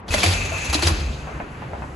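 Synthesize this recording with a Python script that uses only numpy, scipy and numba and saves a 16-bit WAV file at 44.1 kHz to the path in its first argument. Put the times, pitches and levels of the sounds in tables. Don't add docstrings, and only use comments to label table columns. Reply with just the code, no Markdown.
import sys
import numpy as np
from scipy import signal
from scipy.fft import rfft, irfft
from scipy.io import wavfile
from scipy.ndimage import uniform_filter1d
from numba import njit

SR = 44100
rng = np.random.default_rng(int(sys.argv[2]) if len(sys.argv) > 2 else 0)


def nominal_scale(level):
    x = np.asarray(level, float) / 20
    return 10 ** x


def transcribe(u):
    v = np.clip(np.atleast_2d(u).T, -1, 1)
    q = np.round(v * 32767).astype(np.int16)
    wavfile.write(sys.argv[1], SR, q)


N = 85995


def curve(table):
    table = np.array(table)
    hz = np.fft.rfftfreq(N, 1 / SR)
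    return np.interp(np.log(hz + 1), np.log(table[:, 0]), table[:, 1])


def unit(x):
    return x / np.sqrt(np.mean(x ** 2))


def walk(rate_hz):
    k = int(SR / rate_hz)
    held = np.repeat(rng.standard_normal(N // k + 1), k)
    return 1.22 * uniform_filter1d(uniform_filter1d(held, k), k)[:N]


def hiss(table, flicker_db, rate_hz):
    spec = rfft(rng.standard_normal(N)) * nominal_scale(curve(table))
    octave = np.log2(np.fft.rfftfreq(N, 1 / SR) + 1)
    out = np.zeros(N)
    for centre in range(4, 15):
        band = irfft(spec * np.clip(1 - abs(octave - centre), 0, 1), N)
        out += band * nominal_scale(flicker_db * walk(rate_hz))
    return unit(out)


def gate(start_s, length_s, attack_s, release_s):
    out, a = np.zeros(N), int(start_s * SR)
    t = np.arange(min(N - a, int((length_s + 9 * abs(release_s)) * SR))) / SR
    rise = np.clip(t / max(attack_s, 1e-4), 0, 1)
    out[a:a + len(t)] = rise * np.exp(-np.clip(t - length_s, 0, None) / max(release_s, 1e-3))
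    return out


def ring(x, hz, t60_s):
    pole = np.exp(2j * np.pi * hz / SR - np.log(1000) / (t60_s * SR))
    return signal.lfilter([1], [1, -pole], x).imag


def strike(rough, contact_s, hz, t60_s):
    push = rough * np.exp(-np.arange(len(rough)) / SR / max(contact_s, 1e-4))
    x = ring(push, hz, t60_s)
    return x / abs(x).max()


def add(out, start_s, x):
    a = int(start_s * SR)
    out[a:a + len(x)] += x[:N - a]


# f/Hz, density/dB
PLANT_SPECTRUM = [(25, -21), (60, 0.5), (350, -9), (713, -14.5), (1600, -21), (2800, -26.5), (3400, -32.5),
                  (12400, -47.5)]


def plant():
    noise_db, hum_db, hum_hz, hum_width_hz = -35, -41.5, 138.4, 8.5
    start_s, start_db, start_cutoff_hz = 0.059, -5.5, 4550
    hum = unit(ring(rng.standard_normal(N), hum_hz, 1.9 / hum_width_hz))
    rise = nominal_scale(start_db * (1 - gate(start_s, 9, 0.023, 1)))
    noise = hiss(PLANT_SPECTRUM, 2.35, 11.35)
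    bright = gate(start_s, 9, 0.006, 1)
    dull = signal.sosfilt(signal.butter(2, start_cutoff_hz, fs=SR, output="sos"), noise)
    return rise * (nominal_scale(noise_db) * (bright * noise + (1 - bright) * dull) + nominal_scale(hum_db) * hum)


# t/s, length/s, attack/s, release/s, level/dB
AIR_BURSTS = [(.08, 0.033, 0.0012, 0.039, -37.5), (0.104, 0.029, 0.019, 0.037, -26),
              (0.142, 0.0027, 0.00086, 0.014, -27.5), (0.149, .18, 0.044, 0.047, -27),
              (0.232, 0.0067, .001, 0.022, -21), (0.45, 0.012, 0.0027, .01, -33.5),
              (0.576, 0.0084, 0.0019, 0.01, -32), (0.644, 0.013, 0.0028, 0.013, -30.5),
              (.697, .004, .001, 0.011, -29.5), (0.728, 0.0054, .001, .006, -19),
              (0.7422, .013, .001, 0.011, -21.5), (0.791, 0.0028, .001, 0.0091, -28),
              (0.817, 0.046, 0.0052, .012, -27), (0.822, 0.0032, .0007, 0.0091, -26.5),
              (0.867, 0.0049, .0007, 0.0065, -21), (0.882, 0.01, 0.0004, .01, -23.5),
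              (0.896, 0.084, .02, .04, -50)]
# f/Hz, density/dB
JET_SPECTRUM = [(150, -22), (300, 0.5), (892, 1), (1800, -3.5), (4040, -1.5), (5300, -3), (7190, -5),
                (12400, -10)]


def air():
    spits_per_s, scatter_db, spit_share = 2600, 5.5, 0.44
    chance = rng.random((2, N))
    spit = (chance[0] < spits_per_s / SR) * nominal_scale(-scatter_db * np.log(chance[1] + .03))
    spit = unit(uniform_filter1d(spit, size=30))
    flow = sum(nominal_scale(db) * gate(s, n, a, r) for s, n, a, r, db in AIR_BURSTS)
    return flow * hiss(JET_SPECTRUM, 0.62, 58.4) * (1 - spit_share + spit_share * spit)


# t/s, length/s, attack/s, release/s, level/dB
GUIDE_CHATTER = [
    (.081, .012, .002, .01, -38),
    (.17, .16, .04, .015, -29),
    (.743, .014, .002, .008, -27),
    (.826, .03, .003, .01, -29),
    (.93, .09, .03, .03, -43),
    (1.11, .04, .01, .015, -45),
]


def rattle():
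    pings_per_s, scatter_db = 1500, 2
    centre_hz, log_spread, t60_s = 3894, 0.197, 0.016
    on = sum(nominal_scale(db) * gate(s, n, a, r) for s, n, a, r, db in GUIDE_CHATTER)
    chance = rng.random((3, N))
    ticks = (chance[0] < pings_per_s / SR) * nominal_scale(-scatter_db * np.log(chance[1] + .03))
    pick = (chance[2] * 8).astype(int)
    pitches_hz = centre_hz * np.exp(log_spread * np.linspace(-1.5, 1.5, num=8))
    return on * unit(sum(ring(ticks * (pick == k), hz, t60_s) for k, hz in enumerate(pitches_hz)))


# t/s, peak level/dB, f/Hz, t60/s
STOP_HITS = [(0.081, -32, 720, .03), (0.1062, -23.5, 2550, 0.061), (.1392, -12, 2088, 0.019),
             (0.1405, -17, 2970, 0.0087), (.143, -14, 604, 0.056), (.1445, -30, 830, 0.032),
             (.181, -17.5, 2600, 0.053), (.232, -9.5, 2339, 0.039), (.236, -19, 706, 0.11),
             (.24, -21, 319, 0.11), (.262, -10.5, 2348, 0.025), (.268, -21.5, 321, 0.071),
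             (.327, -22, 3320, .012), (0.335, -22, 2490, .03), (.407, -24.5, 710, .03),
             (.498, -30, 1800, 0.03), (.52, -25, 660, .09), (.577, -25, 2100, 0.027),
             (0.76, -27, 2640, .04), (0.6982, -22.5, 2500, .025), (0.731, -22, 2970, 0.01),
             (0.736, -21.5, 1320, .02), (.743, -12, 4040, .012), (.751, -17, 300, 0.1),
             (.791, -19, 1180, 0.0076), (0.8247, -14.5, 4410, 0.0083), (.825, -23.5, 1000, 0.021),
             (.829, -18.5, 339, 0.14), (.835, -15.5, 4400, 0.01), (0.8694, -12, 5530, 0.0061),
             (.872, -18.5, 2960, 0.008), (.873, -16.5, 4900, 0.033), (0.884, -16.5, 3300, 0.005),
             (.902, -28.5, 2570, .04), (1.005, -42, 3360, .01), (0.69, -34, 3600, .01),
             (1.055, -36, 1100, .03), (1, -33, 3500, 0.0072), (1.2, -41, 3450, 0.0083)]


def stops():
    contact_s, partner_ratio, partner_db = 0.00078, 1.56, -11
    crack_db, crack_s = -4, 0.0042
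    noise, out = hiss(JET_SPECTRUM, 3.0, 61.56), np.zeros(N)
    roughs = rng.standard_normal((len(STOP_HITS), 6000))
    for (s, db, hz, t60), rough in zip(STOP_HITS, roughs):
        main = strike(rough, contact_s, hz, t60)
        partner = strike(rough, contact_s, hz * partner_ratio, t60 * 0.24)
        add(out, s, nominal_scale(db) * (main + nominal_scale(partner_db) * partner))
        out += nominal_scale(db + crack_db) * min(hz / 2500, 1) * gate(s, 0, 0.00046, crack_s) * noise
    return out


# t/s, rise/s, level/dB, f/Hz, t60/s
FRAME_JOLTS = [(0.102, 0.026, -28, 46.3, 0.35), (.103, .0055, -19, 78.3, 0.14),
               (0.171, 0.0059, -24, 82.2, 0.46), (.245, 0.046, -14.5, 89.66, 0.34),
               (.331, .023, -26, 48, 0.52), (0.408, 0.031, -26, 89.2, 0.51), (.5, .024, -29, 89.2, 0.34),
               (0.687, .011, -19.5, 68.7, 0.19), (0.761, 0.025, -28, 74, 0.23),
               (.835, 0.035, -15, 83.7, 0.28), (0.839, 0.018, -28, 149, 0.23), (.89, .02, -31.5, 214, 0.42),
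               (.9, .008, -27.5, 312.7, 0.13), (.905, .016, -17, 71.3, 0.19),
               (0.93, 0.014, -24, 48.6, 0.45), (0.959, 0.038, -35, 139.5, 0.84),
               (1.0, .06, -26, 66.5, 0.56), (1.081, 0.02, -19.5, 68, 0.19), (1.09, 0.018, -37, 235, 0.22),
               (1.211, 0.014, -28.5, 58.8, 0.37), (1.309, 0.0058, -35, 427, 0.086),
               (1.329, 0.024, -30, 61, .25), (1.421, .011, -31, 57.7, 0.22), (1.56, .03, -36, 73.4, 0.29),
               (1.779, 0.024, -37.5, 64.6, 0.25), (1.88, .03, -34, 73.7, 0.24)]


def frame():
    t = np.arange(N) / SR
    out = np.zeros(N)
    for s, rise, db, hz, t60 in FRAME_JOLTS:
        swell = gate(s, rise, rise, t60 / np.log(1000))
        out += nominal_scale(db) * np.sqrt(2) * swell * np.sin(2 * np.pi * hz * (t - s))
    return out


# t start/s, t stop/s, attack/s, release/s, level/dB
SPINDLE_RUN = (0.11, 0.8155, -0.35, 0.2041, -29.5)
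# f/Hz, level/dB, t60/s
HOUSING_MODES = [(2385, -6, .07), (2500, -8, 0.065), (2575, -6, .07), (2624, -4, 0.04),
                 (2110, -14.5, 0.073), (4250, -16, 0.025), (6270, -9.5, 0.054), (6640, -9, 0.014),
                 (3680, -21.5, .022)]
# t start/s, t stop/s, attack/s, release/s
WHIR_RUN = (0.11, 0.91, 0.19, 0.15)
# f/Hz, density/dB
WHIR_SPECTRUM = [(60, -56), (120, -3.5), (1360, -7), (2630, -10.5), (4000, -14), (7340, -15), (10800, -25),
                 (12400, -21.5)]


def spindles():
    turn_hz, throb_db, teeth_per_s, tooth_scatter_db, whir_db = 24.64, 1.5, 3300, 3, -33.5
    start, stop, attack, release, db = SPINDLE_RUN
    on = gate(start, stop - start, attack, release)
    t = np.arange(N) / SR
    throb = nominal_scale(throb_db * np.cos(2 * np.pi * turn_hz * (t - .498)) + 0.53 * walk(29.4))
    chance = rng.random((3, N))
    teeth = (chance[0] < teeth_per_s / SR) * np.sign(chance[1] - .5)
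    teeth = teeth * nominal_scale(-tooth_scatter_db * np.log(chance[2] + .03))
    push = teeth * throb * on
    body = sum(nominal_scale(g) / np.sqrt(t60) * ring(push, hz, t60) for hz, g, t60 in HOUSING_MODES)
    start, stop, attack, release = WHIR_RUN
    whir = gate(start, stop - start, attack, release) * throb ** 0.2 * hiss(WHIR_SPECTRUM, 2.5, 25.2)
    return nominal_scale(db) * unit(body) * 0.51 + nominal_scale(whir_db) * whir


# t/s, length/s, f start/Hz, f end/Hz, level/dB
MOTOR_SAG = (.135, .16, 220, 172, -36)


def motor():
    s, n, hz0, hz1, db = MOTOR_SAG
    hz = np.interp(np.arange(N) / SR, [s, s + n], [hz0, hz1])
    tone = np.sin(2 * np.pi * np.cumsum(hz) / SR)
    return nominal_scale(db + 3 + 2 * walk(23.0)) * gate(s, n, 0.016, 0.045) * tone


# t/s, peak level/dB, brightness/(dB/octave), pitch factor
FAR_KNOCKS = [
    (1.272, -25, 1, 1.01),
    (1.401, -20.5, 1.5, 0.97),
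    (1.621, -26, 2.5, 1.1),
    (1.717, -37, -1, .85),
    (1.733, -22, -1, .9),
    (1.821, -23.5, 0, 1),
    (1.874, -40, 5, 1.2),
]
# f/Hz, level/dB, t60/s
BOX_MODES = [(872, 0, 0.034), (647, -11.5, 0.1), (761, -2.5, 0.093), (1082, -11, .06), (1287, -14.5, 0.076),
             (1560, -10, 0.058), (1746, -13, 0.044), (2174, -14.5, 0.052), (2500, -13, 0.029)]


def knocks():
    modes_db, thud_db, scatter_db, contact_s = -5.5, -10, 0.5, 0.0026
    echo_s, echo_db = .018, -5
    chance, out = rng.standard_normal((len(FAR_KNOCKS), len(BOX_MODES), 2)), np.zeros(N)
    roughs = rng.standard_normal((len(FAR_KNOCKS), 6000))
    for (s, db, bright_db, pitch), row, rough in zip(FAR_KNOCKS, chance, roughs):
        soft = uniform_filter1d(rough, size=8)
        for late_s, late_db, push in (0, 0, soft), (echo_s, echo_db, soft[::-1]):
            hit = nominal_scale(thud_db) * strike(push, 0.018, 900, 0.0057)
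            for (hz, g, t60), c in zip(BOX_MODES, row):
                mode_db = modes_db + g + bright_db * np.log2(hz / 800) + scatter_db * c[0]
                hit = hit + nominal_scale(mode_db) * strike(push, contact_s, hz * pitch * (1 + 0.023 * c[1]), t60)
            add(out, s + late_s, nominal_scale(db + late_db) * hit)
    return out


@njit
def walls(x, lags, gain, damp):
    line, soft, out = np.zeros((8, 8192)), np.zeros(8), np.zeros((2, len(x)))
    for i in range(len(x)):
        total = 0.
        for k in range(8):
            soft[k] += (1 - damp) * (gain[k] * line[k, (i - lags[k]) & 8191] - soft[k])
            total += soft[k]
            out[k % 2, i] += soft[k] * (1 - (k & 2))
        for k in range(8):
            line[k, i & 8191] = x[i] + soft[k] - total / 4
    return out


def smear():
    strength = 0.39
    lags_samples = np.array([[37], [83], [151]])
    late = np.exp(-2j * np.pi * np.fft.rfftfreq(N) * lags_samples)
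    return np.prod((strength + late) / (1 + strength * late), axis=0)


# f/Hz, level/dB
MID_RESPONSE = [(4700, -0.5), (5300, -5), (5900, -0.5), (8200, -1), (8350, -22), (9600, -19), (9800, -0.5),
                (10700, 0.5)]
# f/Hz, level/dB
SIDE_RESPONSE = [(60, -28.5), (640, -5.5), (1500, 0), (3500, -7), (5300, -3.5), (7000, -13.5), (8200, -1),
                 (10000, 4.5)]


def scene():
    hall_t60_s, hall_damp, hall_db, left_lean = 1.41, 0.31, -16.5, 0.087
    spin_wet_db, knock_wet_db, low_wet_db = -15, -4, -1
    steady = plant()
    near = air() + rattle() + stops() + motor()
    low, spin, far = frame(), spindles(), knocks()
    lags = rng.integers(700, 2800, 8)
    wet = nominal_scale(spin_wet_db) * spin + near + nominal_scale(knock_wet_db) * far + nominal_scale(low_wet_db) * low
    hall = nominal_scale(hall_db) * walls(wet, lags, nominal_scale(-60 * lags / SR / hall_t60_s), hall_damp)
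    direct = spin + near + low + far + steady
    hz = np.fft.rfftfreq(N, 1 / SR)
    mid = rfft(direct + hall[0]) * nominal_scale(curve(MID_RESPONSE))
    side = (rfft(direct) * smear() + rfft(hall[1])) * nominal_scale(curve(SIDE_RESPONSE))
    side = side + left_lean * mid * (hz > 450) * (hz < 6500)
    return irfft(np.array([mid + side, mid - side]), N)


def low_pass(x):
    return signal.sosfilt(signal.butter(12, 12890, fs=SR, output="sos"), x)


def record(dry):
    top_hz, side_top_hz = 11570, 10200
    hz = np.fft.rfftfreq(N, 1 / SR)
    mid = irfft(rfft(dry[0] + dry[1]) / 2 / (1 + (hz / top_hz) ** 60), N)
    side = irfft(rfft(dry[0] - dry[1]) / 2 / (1 + (hz / side_top_hz) ** 40), N)
    return low_pass(np.array([mid + side, mid - side]))


dry = scene()
out = record(dry)
transcribe(out)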